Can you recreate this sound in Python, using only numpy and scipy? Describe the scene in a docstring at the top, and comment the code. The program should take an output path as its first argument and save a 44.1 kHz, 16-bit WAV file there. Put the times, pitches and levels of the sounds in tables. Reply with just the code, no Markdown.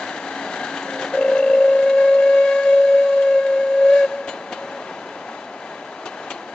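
"""Park train with horn

A small diesel train rolls through a park: coaches close by, locomotive off to the left.
The horn is a pipe blown by engine exhaust: one long, nearly pure note, fluttering with the firing.
Coloured noise rolls and hisses; damped modes ring joints, bogies and rattles; trees echo the horn."""
import sys
import numpy as np
from scipy import signal
from scipy.fft import rfft, irfft, next_fast_len
from scipy.io import wavfile
from scipy.ndimage import map_coordinates

SR = 44100
rng = np.random.default_rng(int(sys.argv[2]) if len(sys.argv) > 2 else 0)


def put_to_file(sound):
    """Save the sound as 16-bit audio at rate SR, in the file named by the first command-line argument."""
    columns = np.atleast_2d(sound).T  # one column per channel
    safe = np.clip(columns, -1, 1)
    whole_steps = np.round(safe * 32767)
    wavfile.write(sys.argv[1], SR, whole_steps.astype(np.int16))


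N = 288395


def amp(db):
    """Decibels to gain."""
    return 10 ** (np.asarray(db) / 20)


def unit(x):
    """Scaled to rms 1."""
    return x / np.sqrt(np.mean(x ** 2) + 1e-20)


def along(points, hz):
    """(f/Hz, value) points, interpolated on a log frequency axis."""
    f, v = np.transpose(points)
    return np.interp(np.log(hz + 1), np.log(f + 1), v)


def curves(rows):
    """One value per sample for each column after the time."""
    s, *cols = np.transpose(rows)
    return [np.interp(np.arange(N) / SR, s, c) for c in cols]


def ramp(start_s, length_s):
    """Rises from 0 to 1 over length_s."""
    return np.clip((np.arange(N) / SR - start_s) / length_s, 0, 1)


def wobble(rate_hz):
    """Smooth random curve, rate_hz knots a second."""
    knots = rng.standard_normal(int(N * rate_hz / SR) + 4)
    return map_coordinates(knots, [np.arange(N) * rate_hz / SR])


def wander(t, step_rad):
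    """Random walk of phase, which roughens a ring."""
    return step_rad * np.cumsum(rng.standard_normal(len(t)))


def held(t, length_s):
    """Stays near 1 for about length_s, then falls away."""
    return 1 / (1 + (t / length_s) ** 6)


def filtered(x, response):
    """x times a response of frequency."""
    size = next_fast_len(N + SR)
    return irfft(rfft(x, size) * response(np.fft.rfftfreq(size, 1 / SR)), size)[..., :N]


def add(track, s, sound):
    """Mixes a sound in at time s."""
    start = round(s * SR)
    track[..., start:start + sound.shape[-1]] += sound[..., :N - start]


def resonance(f, centre_hz, width_hz):
    """Power response of one resonance, 1 at its centre."""
    damping = (f * width_hz) ** 2
    return damping / ((centre_hz ** 2 - f * f) ** 2 + damping)


def colour(spectrum, peaks=()):
    """Gain of a broad spectrum with resonances standing on it."""
    def gain(f):
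        ringing = sum(amp(db) ** 2 * resonance(f, c, w) for c, w, db in peaks)
        return np.sqrt(amp(along(spectrum, f)) ** 2 + ringing)
    return gain


# left-right likeness of noise: f/Hz, correlation [-1..1]
LIKENESS = [(50, .93), (200, 1), (600, 1), (1200, 1), (2200, 0.84), (4000, 0.57), (8000, 0.18)]


def rush(gain, drive=1, ripple_db=2.5, ripple_hz=70):
    """Stereo noise of rms 1, pulsed by drive, coloured and finely rippled; bass alike on both sides."""
    def response(hz):
        bumps = map_coordinates(rng.standard_normal(int(SR / ripple_hz)), [hz / ripple_hz])
        ripple = amp(ripple_db * np.clip(hz / 2000, 0, 1) * bumps)
        turn = np.arccos(np.clip(along(LIKENESS, hz), -1, 1)) / 2
        return gain(hz) * ripple * np.array([np.cos(turn), np.sin(turn)])
    mid, side = filtered(drive * rng.standard_normal((2, N)), response)
    return unit(np.array([mid + side, mid - side]))


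# tree-line echoes: delay/s, level/dB
TREE_ECHOES = [(.1811, -21.5), (.2129, -19), (.4, -34.5), (.72, -30)]
# diffuse tail, before wet_db; re direct sound, whose overtones the coaches screen:
# f/Hz, t60/s, level/dB
TREE_TAIL = [(200, 1.8, -4), (546, 3.6, -2), (1580, 1.8, 8), (2200, 1, 13), (3000, 0.7, 12.5),
             (8000, 0.63, 5)]
BUILD_S = 0.3  # the tail gathers slowly, from ever farther trees


def trees(x, wet_db=-17.5):
    """Soft discrete echoes from the tree line plus a long thin tail of decaying noise."""
    band_hz, band_t60, band_db = np.transpose(TREE_TAIL)
    hz, t, noise = signal.stft(rng.standard_normal(SR * 3 // 2), SR, nperseg=256)
    t60 = np.interp(hz, band_hz, band_t60)[:, None]
    level_db = np.interp(hz, band_hz, band_db)[:, None]
    envelope = np.minimum(t / BUILD_S, 1) * amp(level_db - 60 * t / t60)
    decay_norm = np.sqrt(t60 * SR / np.log(1e6))
    tail = signal.istft(noise * envelope / decay_norm, SR, nperseg=256)[1]
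    diffuse = signal.fftconvolve(x, tail[None], axes=1)[:, :N]

    def delays(f):
        return sum(amp(db) * np.exp(-2j * np.pi * f * delay) for delay, db in TREE_ECHOES)
    return filtered(x, delays) + amp(wet_db) * diffuse


FIRING_HZ, FIRST_PUFF_S = 55.34, 1.153  # first strong puff into the horn
PUFF_SCATTER = 0.17


def exhaust_pressure(uneven=0.53, firing=0.56, sharpness=0.19, skew_rad=0.69):
    """One puff per firing; every second puff is stronger, and no two are quite equal."""
    t = np.arange(N) / SR
    turn = 2 * np.pi * FIRING_HZ * (t - FIRST_PUFF_S + 0.0005 * wobble(4))
    puffs = uneven * np.cos(turn / 2 + skew_rad) + firing * np.sin(turn) + sharpness * np.cos(3 * turn / 2)
    return puffs * (1 + PUFF_SCATTER * wobble(40))


# exhaust noise spectrum, relative: f/Hz, level/dB [per Hz]
ENGINE_SPECTRUM = [(25, -73.5), (50, -42), (120, -17.5), (230, -7), (420, -9.5), (650, -11.5),
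                   (1100, -24.5), (1900, -8), (3000, -29), (4300, -27), (7000, -26), (9000, -55.5)]
# exhaust resonances, relative: f/Hz, width/Hz, level/dB
EXHAUST_MODES = [(275, 27, -3.5), (728, 52, -1), (903, 38, -4.5), (1601, 125, -0.5), (3070, 260, -13.5),
                 (3950, 350, -16.5)]
# firing orders picked out by the stack, relative: multiple of firing rate, level/dB
HUM_ORDERS = [(13.5, -11.5), (15, -11), (28.5, -24)]
# exhaust boom, strongest low order: t/s, level/dB
BOOM_CURVE = [(0, -44.5), (.7, -46), (.9, -40), (1.3, -42), (1.5, -51.5), (2.2, -58.5), (4, -66)]
BOOM_ORDER, BOOM_WAVER_DB, BOOM_DRIFT_RAD = 5, 4, 0.7
ENGINE_DB, RECEDE_S, RECEDE_DB_PER_S, FAR_ENGINE_DB = -33, 1.08, 9.5, -47.5


def engine(pressure, puffing=0.2, waver_db=0.94, hum_waver_db=3, hum_drift_rad=0.22, lumps_db=2.0):
    """Exhaust puffs boom and ring the stack; the sound fades as the locomotive draws away."""
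    t = np.arange(N) / SR
    receding_db = ENGINE_DB - RECEDE_DB_PER_S * np.maximum(t - RECEDE_S, 0)
    level_db = np.maximum(receding_db, FAR_ENGINE_DB)
    firing = 2 * np.pi * FIRING_HZ * t
    boom_db, = curves(BOOM_CURVE)
    boom_gain = np.sqrt(2) * amp(boom_db + BOOM_WAVER_DB * wobble(16))
    boom = boom_gain * np.sin(BOOM_ORDER * firing + BOOM_DRIFT_RAD * wobble(14))
    hum = np.zeros(N)
    for order, db in HUM_ORDERS:
        gain = amp(db + hum_waver_db * wobble(7.4))
        drift = hum_drift_rad * np.sqrt(order) * wobble(14)
        hum += gain * np.sin(round(2 * order) / 2 * firing + drift)
    pulses = np.abs(1 + puffing * pressure) * amp(lumps_db * wobble(50))
    noise = rush(colour(ENGINE_SPECTRUM, EXHAUST_MODES), pulses)
    return boom + amp(level_db + waver_db * wobble(12)) * (hum + noise)


# rolling noise spectrum, relative: f/Hz, level/dB [per Hz]
ROLLING_SPECTRUM = [(25, -63.5), (55, -32), (75, -27), (230, -4.5), (514, -4), (554, -1), (596, -0.5),
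                    (742, 0), (1100, -6.5), (1540, -11.5), (1780, -13.5), (2910, -19), (5350, -27),
                    (6340, -28.5), (8500, -47), (11000, -90.5), (18700, -120)]
# wheel resonances rung by rolling, relative: f/Hz, width/Hz, level/dB
STEEL_MODES = [(390, 31, -10), (820, 70, -12), (875, 26, -4.5), (1580, 49, -5.5), (2920, 90, -19.5)]
# rolling wheels, before ROLL_TRIM_DB: t/s, level/dB
ROLL_CURVE = [(0, -34), (0.4, -33), (1.1, -34.5), (2.0, -40), (3.1, -41), (4.1, -38.5), (4.6, -35.5),
              (6.54, -38)]
ROLL_TRIM_DB = 1.5


def rolling(waver_db=0.84, grit_db=0.5):
    """Rough wheels on rough rails: coloured noise with a faint ring of steel."""
    level_db, = curves(ROLL_CURVE)
    roar = rush(colour(ROLLING_SPECTRUM, STEEL_MODES), amp(grit_db * wobble(150)))
    return amp(ROLL_TRIM_DB + level_db + waver_db * wobble(9)) * roar


# light coach rattles: t/s, level/dB, ring f/Hz
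RATTLE_TICKS = [(.535, -38, 4220), (.826, -38, 6840), (0.905, -33.5, 3580), (1.378, -37.5, 6060),
                (1.895, -34, 3910), (2.14, -36.5, 4200), (2.219, -38, 2780), (2.632, -36.5, 4470),
                (3.222, -35.5, 3240), (3.464, -36, 3700)]


def rattles(ring_db=-2):
    """Loose couplings and fittings tick: a noise burst plus one rough, damped mode."""
    t = np.arange(SR // 8) / SR
    ticks, ring = np.zeros(N), np.zeros(N)
    for s, db, hz in RATTLE_TICKS:
        fade = amp(db - 60 * t / 0.085) * (1 - np.exp(-t / 0.001))
        add(ticks, s, fade)
        add(ring, s, amp(ring_db) * fade * np.sin(2 * np.pi * hz * t + wander(t, 0.048)))
    tick_gain = colour([(60, -36), (300, -31.0), (2000, 4), (4000, -4), (8000, -12.0)])
    return ticks * rush(tick_gain) + ring


# flange squeaks as wheels land: t/s, level/dB, start f/Hz, sag/(Hz per s), length/s
FLANGE_SQUEAKS = [(4.29, -39, 7100, 6990, 0.042), (6.296, -45, 7300, 3000, .018),
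                  (6.322, -41, 4367, 5000, 0.028)]


def squeaks(t60_s=0.26, rough_rad=0.11):
    """A flange rubs the rail: a short, rough note that sags in pitch."""
    t = np.arange(SR // 6) / SR
    out = np.zeros(N)
    for s, db, hz, sag, length_s in FLANGE_SQUEAKS:
        note = np.sin(2 * np.pi * (hz - sag * t / 2) * t + wander(t, rough_rad))
        envelope = amp(db - 60 * t / t60_s) * (1 - np.exp(-t / 0.001)) * held(t, length_s)
        add(out, s, envelope * note)
    return out


# bogie frame modes, relative: f/Hz [nominal], level/dB, t60/s
BOGIE_MODES = [(341, -3.5, .07), (750, 1, 0.057), (1153, -7, .05)]
# bogies drop and rock: t/s, level/dB
BOGIE_KNOCKS = [(4.277, -23.5), (4.525, -24), (5.98, -29.5), (6.058, -29), (6.074, -29.5), (6.311, -25),
                (6.356, -28.5), (6.43, -30.5)]


def knocks(rise_s=0.0012, rough_rad=0.03):
    """A bogie drops on its springs and its frame sounds a short, dull note."""
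    t = np.arange(SR // 8) / SR
    out = np.zeros(N)
    for s, db in BOGIE_KNOCKS:
        for hz, mode_db, t60 in BOGIE_MODES:
            mode_hz = hz * (1 + 0.038 * rng.standard_normal())
            envelope = amp(db + mode_db - 60 * t / t60) * (1 - np.exp(-t / rise_s))
            add(out, s, envelope * np.sin(2 * np.pi * mode_hz * t + wander(t, rough_rad)))
    return out


# wheels striking a rail joint, two to a bogie:
# t/s, level/dB, ring/dB [re blow], chatter/s, brightness/(dB per octave)
JOINT_BLOWS = [(0.765, -32, -22, 0.021, -0.7), (1.011, -31, -24, 0.025, -0.5), (4.273, -33, -9, 0.026, -1),
               (4.522, -32.5, -14, .021, -0.5), (6.054, -33, -16, .022, 0), (6.302, -30, -17, 0.02, 0.5)]
# clack noise spectrum, relative: f/Hz, level/dB [per Hz]
CLACK_SPECTRUM = [(40, -49), (120, -25), (300, 4.5), (750, 5.5), (1200, 3), (1800, -2.5), (3300, -2),
                  (4500, -7.5), (6000, -9.5), (7200, -12), (9000, -33)]
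# struck-rail resonances, relative: f/Hz, width/Hz, level/dB
RAIL_MODES = [(2450, 110, 2), (3060, 96, 0.5), (3600, 70, -3), (4560, 70, -9.5)]
# wheel modes, relative: f/Hz [nominal], level/dB, t60/s
WHEEL_MODES = [(810, 1, 0.15), (1210, -6, .12), (1630, 1, .1), (2360, 0.5, 0.14), (3000, 5.5, 0.23),
               (3650, -3, .3), (4080, -1.5, 0.32), (4730, -9, 0.19)]


def joints(rise_s=0.0012, chatter_db=1.4, tail_db=-11, tail_t60_s=0.49, body_ripple_db=2):
    """Each wheel chatters across the gap for a moment, shaking its bogie, then rings."""
    t = np.arange(SR // 3) / SR
    attack = 1 - np.exp(-t / rise_s)
    tail = amp(tail_db - 60 * t / tail_t60_s)
    out = np.zeros((2, N))
    for s, db, ring_db, chatter_s, tilt_db in JOINT_BLOWS:
        scrape = np.zeros(N)
        add(scrape, s, amp(db) * attack * (held(t, chatter_s) + tail))

        def body(hz):
            return colour(CLACK_SPECTRUM, RAIL_MODES)(hz) * amp(tilt_db * np.log2((hz + 1) / 1000))
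        noise = rush(body, ripple_db=body_ripple_db, ripple_hz=110.2)
        out += scrape * amp(chatter_db * wobble(500)) * noise
        # the loaded wheel never rings twice at quite the same pitch
        for hz, mode_db, t60 in WHEEL_MODES:
            scatter_db = 2 * rng.standard_normal((2, 1))
            size = amp(db + ring_db + mode_db + scatter_db - 60 * t / t60)
            mode_hz = hz * (1 + 0.004 * rng.standard_normal())
            ring = np.sin(2 * np.pi * mode_hz * t + wander(t, 0.06))
            add(out, s + chatter_s / 2, attack * size * ring)
    return out


# horn pitch, rising with blowing pressure: t/s, f/Hz
PITCH_CURVE = [(1.15, 537), (1.3, 537.3), (1.65, 541.7), (2.35, 551.8), (3.05, 554.8), (3.5, 543),
               (3.82, 545.6), (3.93, 559), (3.99, 561.5), (4.05, 549)]
# horn loudness, before the valve: t/s, level/dB
LOUDNESS_CURVE = [(1.15, -20.5), (1.22, -18), (1.43, -15), (1.74, -14.5), (1.81, -16.5), (1.87, -14),
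                  (2.1, -13), (2.46, -14), (2.53, -18.5), (2.58, -15), (2.625, -23.5), (2.68, -13.5),
                  (2.95, -13), (3.12, -17), (3.37, -14), (3.43, -21.5), (3.58, -17), (3.7, -19),
                  (3.87, -12.5), (3.97, -12.5), (4.0, -15.5), (4.04, -15)]
# overtones swell and fade separately; before OVERTONE_TRIM_DB and UNSETTLED_DB:
# t/s, second level/dB, third level/dB, fourth level/dB
OVERTONE_CURVES = [(1.4, -41.5, -47.5, -45.5), (1.8, -41, -37, -45), (1.92, -41.5, -35.5, -43),
                   (1.95, -42, -45.5, -46), (1.99, -34.5, -34.5, -40.5), (2.11, -40, -34, -43),
                   (2.14, -37.5, -51.5, -43), (2.25, -46, -34, -41), (2.32, -39, -33.5, -41.5),
                   (2.42, -39.5, -40, -39), (2.53, -34.5, -31, -34), (2.62, -39, -30.5, -43),
                   (2.72, -38.5, -40.5, -38.5), (2.84, -47, -36, -53), (2.9, -48, -43, -46.5),
                   (3.0, -47, -42, -45), (3.14, -38.5, -44, -48.5), (3.3, -46, -38.5, -43.5),
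                   (3.8, -49.5, -40, -50.5), (3.93, -45, -33.5, -39.5), (4.03, -40.5, -32.5, -41.5)]
OPEN_S, ATTACK_S, CLOSE_S, RELEASE_S = 1.128, 0.016, 4.05, 0.02  # valve
# gas seeps in first: a weak, flat note
LEAK_S, LEAK_LENGTH_S, LEAK_DB, LEAK_FLAT_HZ = 0.787, 0.28, -8.5, 10
NOMINAL_HZ = 550
START_FLUTTER, SETTLE_S = 0.73, 0.5  # the note stutters at first, then settles
FLUTTER, FLUTTER_DB_PER_HZ = 0.17, -0.28  # settled depth at nominal pitch; harder blowing steadies it
OVERTONE_TRIM_DB, UNSETTLED_DB = -1, -7  # overtones need a settled note
# hiss grows with pressure and overtones, and outlasts the note a little
HISS_DB, HISS_DB_PER_HZ, HISS_FOLLOWS, HISS_FALL_DB_PER_S = -41, 0.37, 0.34, 110


def blowing():
    """The valve opens and the note settles; more pressure makes it sharper, steadier and hissier."""
    t = np.arange(N) / SR
    (pitch_hz,), (level_db,) = curves(PITCH_CURVE), curves(LOUDNESS_CURVE)
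    bright_db = np.mean(curves(OVERTONE_CURVES), axis=0)
    opened = ramp(OPEN_S, ATTACK_S)
    valve = opened * (1 - ramp(CLOSE_S, RELEASE_S))
    leak_end = 1 - ramp(LEAK_S + LEAK_LENGTH_S - RELEASE_S, RELEASE_S)
    leak = amp(LEAK_DB) * ramp(LEAK_S, LEAK_LENGTH_S) * leak_end
    unsettled = np.exp(-(np.maximum(t - OPEN_S, 0) / SETTLE_S) ** 2)
    push_hz = pitch_hz - NOMINAL_HZ
    flutter = START_FLUTTER * unsettled + FLUTTER * amp(FLUTTER_DB_PER_HZ * push_hz)
    loudness = amp(level_db) * (valve + leak)
    overtone_gain = amp(OVERTONE_TRIM_DB + UNSETTLED_DB * unsettled) * valve
    hiss_db = HISS_DB + HISS_DB_PER_HZ * push_hz + HISS_FOLLOWS * (bright_db - bright_db.mean())
    hiss_gain = opened * amp(hiss_db - HISS_FALL_DB_PER_S * np.maximum(t - CLOSE_S, 0))
    return pitch_hz - LEAK_FLAT_HZ * (1 - opened), flutter, loudness, overtone_gain, hiss_gain


# high overtones: multiple of pitch, level/dB [re fourth]
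HIGH_PARTIALS = [(5, -10), (6, -13.5), (7, -19.5)]
# pipe resonances in the hiss, relative: f/Hz, width/Hz, level/dB
PIPE_MODES = [(550, 48, -1), (1614, 67, 10), (2070, 200, -2), (2750, 180, -0.5), (3970, 430, -2.5)]
# jet noise spectrum, relative: f/Hz, level/dB [per Hz]
JET_SPECTRUM = [(200, -36.5), (600, -11.5), (2500, -17.5), (4500, -12.5), (6800, -12.5), (9000, -38.5)]
OVERTONE_FADING_DB, OVERTONE_SMEAR_RAD = 1.5, 0.085


def horn(pressure, bend_hz=4.2, surge_hz=12, jitter_hz=2, shimmer_db=0.51, sway_db=0.55,
         rough_db=1.23, scatter_rad=0.23, chirp_db=-12.0, chirp_uneven_db=3, puffing=0.094, saturation=0.62):
    """The puffs shake the pipe's level and pitch; the jet at its lip hisses through the same pipe."""
    pitch_hz, flutter, loudness, overtone_gain, hiss_gain = blowing()
    shake = flutter * pressure
    # the front of each puff pushes the note sharp
    surge = np.gradient(shake) * SR / (2 * np.pi * FIRING_HZ)
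    # the pipe cannot swell as far as it can sink
    shake = shake / (1 + saturation * np.maximum(shake, 0))
    shaken_hz = pitch_hz + bend_hz * pressure + surge_hz * surge + jitter_hz * wobble(90)
    phase = 2 * np.pi * np.cumsum(shaken_hz) / SR
    unsteady = amp(shimmer_db * wobble(60) + sway_db * wobble(21.92))
    note = loudness * unsteady * np.abs(1 + shake) * np.sin(phase)

    second, third, fourth = curves(OVERTONE_CURVES)
    levels = [(2, second), (3, third), (4, fourth)]
    levels += [(k, fourth + db) for k, db in HIGH_PARTIALS]
    overtones = np.zeros((2, N))
    for k, db in levels:
        gain = amp(db + OVERTONE_FADING_DB * wobble(18) + rough_db * (wobble(80) + pressure))
        # moving coaches scatter the overtones, higher ones more, differently for each side
        smear = k * OVERTONE_SMEAR_RAD * np.array([wobble(60), wobble(60)])
        drift = smear + scatter_rad * wobble(60) + wobble(6.6)
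        overtones += gain * np.sin(round(k) * phase + drift)

    # crests of the stronger puffs overblow the pipe to its fifth partial, mostly while unsettled
    overblown = np.sin(5 * phase + wobble(40))
    crests = np.maximum(shake, 0) ** 2 * (loudness / loudness.max()) ** 3
    chirps = amp(chirp_db + chirp_uneven_db * wobble(40)) * crests * overblown
    hiss = rush(colour(JET_SPECTRUM, PIPE_MODES), np.abs(1 + puffing * pressure))
    return np.sqrt(2) * (note + chirps + overtone_gain * (1 + shake) * overtones) + hiss_gain * hiss


# stereo balance: f/Hz, left minus right level/dB
LEFT_BALANCE = [(60, 0), (300, 1), (550, 1.5), (920, 3), (1600, 6), (2700, 8), (4700, 8), (8200, 7.5)]


def scene(lead_s=0.00004):
    """All sources lie to the left, so the right side is a little late and shaded in the treble."""
    pressure = exhaust_pressure()
    blast = horn(pressure)
    train = engine(pressure) + rolling() + rattles() + squeaks() + knocks() + joints()
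    mix = trees(blast) + train + blast
    sides = np.array([[0.5], [-0.5]])

    def placement(hz):
        return amp(sides * along(LEFT_BALANCE, hz)) * np.exp(2j * np.pi * hz * lead_s * sides)
    return filtered(mix, placement)


def record(dry, low_cut_hz=36, notch_hz=5440, width_hz=190, top_hz=7900):
    """The microphone chain drops the deepest bass, one narrow treble notch and all above top_hz."""
    def response(hz):
        high_pass = hz ** 2 / np.hypot(hz ** 2, low_cut_hz ** 2)
        notch = np.abs(hz - notch_hz) / np.hypot(hz - notch_hz, width_hz)
        low_pass = 1 / np.sqrt(1 + (hz / top_hz) ** 64)
        return high_pass * notch * low_pass
    return filtered(dry, response)


dry = scene()
out = record(dry)
put_to_file(out)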